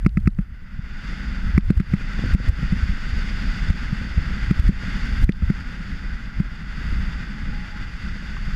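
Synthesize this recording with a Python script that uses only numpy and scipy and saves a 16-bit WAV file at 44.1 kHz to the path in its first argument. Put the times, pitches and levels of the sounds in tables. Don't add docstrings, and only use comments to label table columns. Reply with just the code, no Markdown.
import sys
import numpy as np
from scipy import signal
from scipy.fft import rfft, irfft
from scipy.io import wavfile

SR = 44100
rng = np.random.default_rng(int(sys.argv[2]) if len(sys.argv) > 2 else 0)


def materialize(psi):
    bounded = np.clip(np.atleast_2d(psi).T, -1, 1)
    quanta = np.round(bounded * 32767).astype(np.int16)
    wavfile.write(sys.argv[1], SR, quanta)


N = 377055
TIME = np.arange(N) / SR
BIN_HZ = np.maximum(np.arange(N // 2 + 1) * SR / N, 1)


def from_db(db):
    return 10 ** (np.asarray(db) / 20)


def colour(points):
    hz, db = np.transpose(points)
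    return np.interp(np.log(BIN_HZ), np.log(hz), db)


def noise(gain, band=slice(None)):
    power = np.sum(gain[band] ** 2) / len(gain)
    spectrum = rfft(rng.standard_normal(N)) * gain / np.sqrt(power)
    return irfft(spectrum, N)


def drift(rate_hz):
    return noise(1 / (1 + (BIN_HZ / rate_hz) ** 2))


def ring(force, hz, t60):
    radius = from_db(-60 / (t60 * SR))
    angle = 2 * np.pi * hz / SR
    return signal.lfilter([0, np.sin(angle)], [1, -2 * radius * np.cos(angle), radius ** 2], force + 1e-18)


def clicks(times, db):
    out = np.zeros(N)
    out[(np.asarray(times) * SR).astype(int)] = from_db(db)
    return out


def swing(s, hz):
    phase = np.minimum((np.pi * hz * (TIME - s)) ** 2, 50)
    return (1 - 2 * phase) * np.exp(-phase)


def swells(rows):
    total = np.zeros(N)
    for s, length, height in rows:
        total += height * np.cos(np.pi * np.clip((TIME - s) / length, -.5, .5)) ** 2
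    return total


# (time [s], level [dB above cruising])
PACE = [(0, -14), (0.45, -16.5), (0.8, -8), (1.1, 0), (1.5, -1), (1.9, -0.5), (2.47, 4), (2.65, 1),
        (3.55, 2.5), (4.05, 1), (4.55, 3.5), (5.3, 3), (5.65, -0.94), (6.52, -4.5), (6.85, 1.2), (8.2, -3),
        (8.55, -1)]


def pace_of_run():
    s, db = np.transpose(PACE)
    return np.interp(TIME, s, db)


# (frequency [Hz], relative level [dB per Hz])
BACKGROUND_COLOUR = [(20, 6), (125, -15), (500, -20.5), (2000, -34), (8000, -35), (15000, -20.5)]


def background_noise(level_db=-67.5):
    pair = np.array([noise(from_db(colour(BACKGROUND_COLOUR))) for channel in range(2)])
    return from_db(level_db) * pair


SWAY_DB, SWAY_S = -17, 0.11


def sway():
    power = np.zeros(N)
    for s, db, *_ in JOLTS + KNOCKS:
        power += from_db(db) ** 2 * np.exp(-2 * np.abs(TIME - s) / SWAY_S)
    return np.sqrt(power)


# (frequency [Hz], relative level [dB per Hz])
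RUMBLE_COLOUR = [(8, -5.5), (18, 0), (35, -2.5), (55, -5), (80, -15), (120, -20), (250, -40.5),
                 (600, -74.5)]
# (frequency [Hz], relative level [dB per Hz])
FLUTTER_COLOUR = [(40, -11.5), (90, -18), (140, -1), (195, 3.5), (250, -5.5), (330, -20), (430, -25.5),
                  (700, -35), (2000, -88)]
# (middle time [s], length [s], change of rumble level [dB])
GUSTS = [(.6, 0.47, 3), (3.22, 0.21, 3.5), (4.2, 0.84, -2.5), (6.2, 1.36, -0.5), (6.95, 0.48, 5),
         (7.3, 0.44, -4.5), (8.55, 0.64, 4.5)]
# (middle time [s], length [s], added level [dB])
WHISTLE_SWELL = [(7.66, 1, 18)]
RUMBLE_DB, RUMBLE_FOLLOWS = -25, 0.76
FLUTTER_DB, FLUTTER_FOLLOWS = -36.5, 1
FLUTTER_SHARE = 0.28
WHISTLE_DB, WHISTLE_HZ, WHISTLE_WIDTH_HZ = -70.5, 839, 12


def wind(gust_db=2.0, lumpy_db=0.5):
    pace = pace_of_run()
    gusts = swells(GUSTS)
    quick_gusts = gust_db * drift(15.0)

    air_rumble = from_db(RUMBLE_DB + RUMBLE_FOLLOWS * pace + gusts)
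    rumble_level = np.hypot(air_rumble, from_db(SWAY_DB) * sway())
    rumble = noise(from_db(colour(RUMBLE_COLOUR))) * rumble_level * from_db(quick_gusts)

    flutter_db = FLUTTER_DB + FLUTTER_FOLLOWS * pace + FLUTTER_SHARE * gusts
    flutter_db = flutter_db + quick_gusts + lumpy_db * drift(30)
    flutter = noise(from_db(colour(FLUTTER_COLOUR))) * from_db(flutter_db)

    narrow = 1 / (1 + ((BIN_HZ - WHISTLE_HZ) / WHISTLE_WIDTH_HZ) ** 2)
    whistle = noise(narrow) * from_db(WHISTLE_DB + pace + swells(WHISTLE_SWELL))
    return rumble + flutter + whistle


LUMPS_PER_S, LUMP_SPREAD_DB = 22, 3.5
LUMP_DB, LUMP_FOLLOWS = -34.5, 1.5
# (frequency [Hz], level [dB], time to fall 60 dB [s])
LUMP_MODES = [(116.4, 0.5, 0.046), (220, -1.5, 0.024), (492, -20, 0.055)]
# (middle time [s], length [s], added level of the lumps [dB])
ROUGH_SNOW = [(2.25, 1.5, 11), (4.85, 1.7, 1)]


def lumps():
    times = TIME[rng.random(N) < LUMPS_PER_S / SR]
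    level = LUMP_DB + LUMP_FOLLOWS * pace_of_run() + swells(ROUGH_SNOW)
    chance = np.clip(rng.standard_normal(len(times)), -2, 2)
    size_db = np.interp(times, TIME, level) + LUMP_SPREAD_DB * chance
    soften = signal.butter(2, 700, fs=SR, output="sos")
    force = signal.sosfilt(soften, clicks(times, size_db))
    return sum(from_db(db) * ring(force, hz, t60) for hz, db, t60 in LUMP_MODES)


# (time [s], peak level [dB])
JOLTS = [(1.491, -15), (1.552, -5.5), (1.777, 2), (2.342, -2.5), (2.496, 2), (2.833, -7), (2.897, -11),
         (3.134, -10), (3.702, -5.5), (4.183, -5), (4.599, -5), (4.685, -0.5), (5.244, -2.5), (5.438, 0.5)]
JOLT_HZ = 55
LEAD_S, LEAD_HZ, LEAD_DB = .011, 71.2, -12


def jolts():
    soft = sum(from_db(db) * swing(s, JOLT_HZ) for s, db in JOLTS)
    leading = sum(from_db(thud + LEAD_DB) * swing(s - LEAD_S, LEAD_HZ) for s, thud, _ in KNOCKS)
    return -(soft + leading)


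# (time [s], thud level [dB], click level [dB]), before the trims
KNOCKS = [(0.0627, 2, -15), (0.172, -1.5, -19), (.274, -0.5, -19.5), (.388, -8.5, -28), (0.79, -22, -57),
          (1.578, 2, -15), (1.703, 3, -18.5), (1.8, -0.5, -44), (1.936, -4, -26), (2.348, -0.5, -25),
          (2.627, -15.5, -38), (2.724, -8, -34), (3.701, -11, -27), (3.927, -12, -42), (4.176, -15, -31),
          (4.509, -3, -25.5), (4.691, 1.5, -26), (5.2918, 9, -7), (5.421, -7, -24), (5.5, -2, -24),
          (6.4002, -7.5, -30.5)]
# (frequency [Hz], level [dB], time to fall 60 dB [s])
MOUNT_MODES = [(201, 0, 0.047), (50.6, -14.5, 0.17)]
# (frequency [Hz], level [dB], time to fall 60 dB [s])
SHELL_MODES = [(494, -8, 0.031), (1304, -3, 0.021), (2038, 1.5, 0.01), (2608, -8.5, 0.014),
               (4730, -17.5, 0.0036), (6800, -27, 0.0011)]
THUD_TRIM_DB, CLICK_TRIM_DB = -1.5, -2.0
THUD_HZ, STIFFEN_HZ_PER_DB = 180, 3


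def knocks(rebound_s=0.0031, grit_t60=0.019, grit=0.091):
    s, thud, click = np.transpose(KNOCKS)
    push = np.zeros(N)
    for at, db in zip(s, thud):
        push -= from_db(db + THUD_TRIM_DB) * swing(at + rebound_s, THUD_HZ + STIFFEN_HZ_PER_DB * db)
    drive = push * np.pi * THUD_HZ / SR
    body = push + sum(from_db(db) * ring(drive, hz, t60) for hz, db, t60 in MOUNT_MODES)

    touch = clicks(s, click + CLICK_TRIM_DB)
    rub = signal.lfilter([1], [1, -from_db(-60 / (grit_t60 * SR))], touch + 1e-18)
    force = touch + grit * rub * rng.standard_normal(N)
    shell = np.zeros(N)
    for k, (hz, db, t60) in enumerate(SHELL_MODES):
        shell += (-1) ** k * from_db(db) * ring(force, hz, t60)
    return body + shell


RATTLE_S, RATTLE_HZ, RATTLE_T60_S = .0295, 3200, 0.014
RATTLE_DB, RATTLE_GROWTH = -10, 2.06


def rattles():
    s, _, click = np.transpose(KNOCKS)
    levels = RATTLE_DB + RATTLE_GROWTH * (click - click.max())
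    return [(at + RATTLE_S, db, RATTLE_HZ, RATTLE_T60_S) for at, db in zip(s, levels)]


# (time [s],
# level before the band filter [dB], centre frequency [Hz], time to fall 60 dB [s])
SNAPS = [(.049, -19, 1830, 0.0081), (0.258, -26.5, 1880, .02), (0.347, -36, 3460, 0.0082),
         (1.549, -24, 1690, .026), (1.799, -4, 1600, 0.024), (1.812, -12, 1880, 0.0096),
         (8.367, -16.5, 1450, 0.034)]


def snaps(spread=1.32):
    out = np.zeros(N)
    white = rng.standard_normal(N)
    for s, db, hz, t60 in SNAPS + rattles():
        age = TIME - s
        fading = from_db(db - 60 * np.clip(age / t60, 0, 3))
        burst = white * (age >= 0) * fading
        band = signal.butter(2, [hz / spread, hz * spread], "band", fs=SR, output="sos")
        out += signal.sosfilt(band, burst)
    return out


# (frequency [Hz], relative level [dB per Hz])
SNOW_COLOUR = [(150, 5.5), (450, -7.5), (750, -7.5), (1050, -4.5), (1300, 2.5), (2000, -0.5), (3100, -11),
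               (4000, -21.5), (5400, -19.5), (6200, -22), (7400, -25.5), (8300, -32.5), (10000, -37),
               (15000, -88)]
# (frequency [Hz], half width [Hz], lift [dB])
HOUSING = [(840, 29, 4.5), (1521, 121, 7.5), (1988, 163, 7), (2457, 21, 5.5), (2773, 166, 5),
           (3540, 212, 9.5), (4690, 380, 12.5), (6680, 160, 3), (11780, 780, 21)]
# (middle time [s], length [s], added treble [dB])
EDGE_SETS = [(1.2, 0.69, 1.5), (3.35, 2.1, 2.5), (5.05, 0.38, 1), (5.9, 0.31, 3), (8.2, 1.5, 3)]
GLIDE_DB, BITE_DB, BITE_FOLLOWS = -40.5, -53, 1.26


def skis(split_hz=3000, chatter_db=0.89, crunch_db=0.44, patchy_db=-0.26):
    pace = pace_of_run()
    glide_db = GLIDE_DB + pace
    bite_db = BITE_DB + BITE_FOLLOWS * pace + swells(EDGE_SETS)

    shape_db = colour(SNOW_COLOUR)
    for hz, width, lift in HOUSING:
        shape_db = shape_db + lift * np.exp(-.5 * ((BIN_HZ - hz) / width) ** 2)
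    shape = from_db(shape_db)

    dull_share = 1 / (1 + (BIN_HZ / split_hz) ** 6)
    body_band = (BIN_HZ > 1200) & (BIN_HZ < 2400)
    treble_band = (BIN_HZ > 4200) & (BIN_HZ < 7500)
    base = noise(shape * np.sqrt(dull_share), body_band) * from_db(glide_db)
    edge = noise(shape * np.sqrt(1 - dull_share), treble_band) * from_db(bite_db)

    shaking_db = patchy_db * drift(5.4) + chatter_db * drift(16) + crunch_db * drift(660)
    return (base + edge) * from_db(shaking_db)


def scene():
    centre = wind() + lumps() + jolts() + knocks() + snaps() + skis()
    return centre + background_noise()


def record(dry, threshold_db=-7.5, release_db_per_s=78.5, attack_s=0.0033, squeeze=1.138, step_db=0.45):
    level_db = 20 * np.log10(np.abs(dry).max(axis=0) + 1e-9)
    over = squeeze * np.maximum(level_db - threshold_db, 0)
    recovery = release_db_per_s * TIME
    held = np.maximum.accumulate(over + recovery) - recovery
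    pole = np.exp(-1 / (attack_s * SR))
    duck = signal.lfilter([1 - pole], [1, -pole], held)
    limited = dry * from_db(-step_db * np.round(duck / step_db))

    lean = signal.sosfilt(signal.butter(1, 22, "high", fs=SR, output="sos"), limited)
    lean = signal.sosfilt(signal.butter(2, 13000, fs=SR, output="sos"), lean)
    rounded = lean / (1 + lean ** 8) ** (1 / 8)
    steep_cut = signal.ellip(10, .1, 80, 15200, fs=SR, output="sos")
    return signal.sosfilt(steep_cut, rounded)


dry = scene()
out = record(dry)
materialize(out)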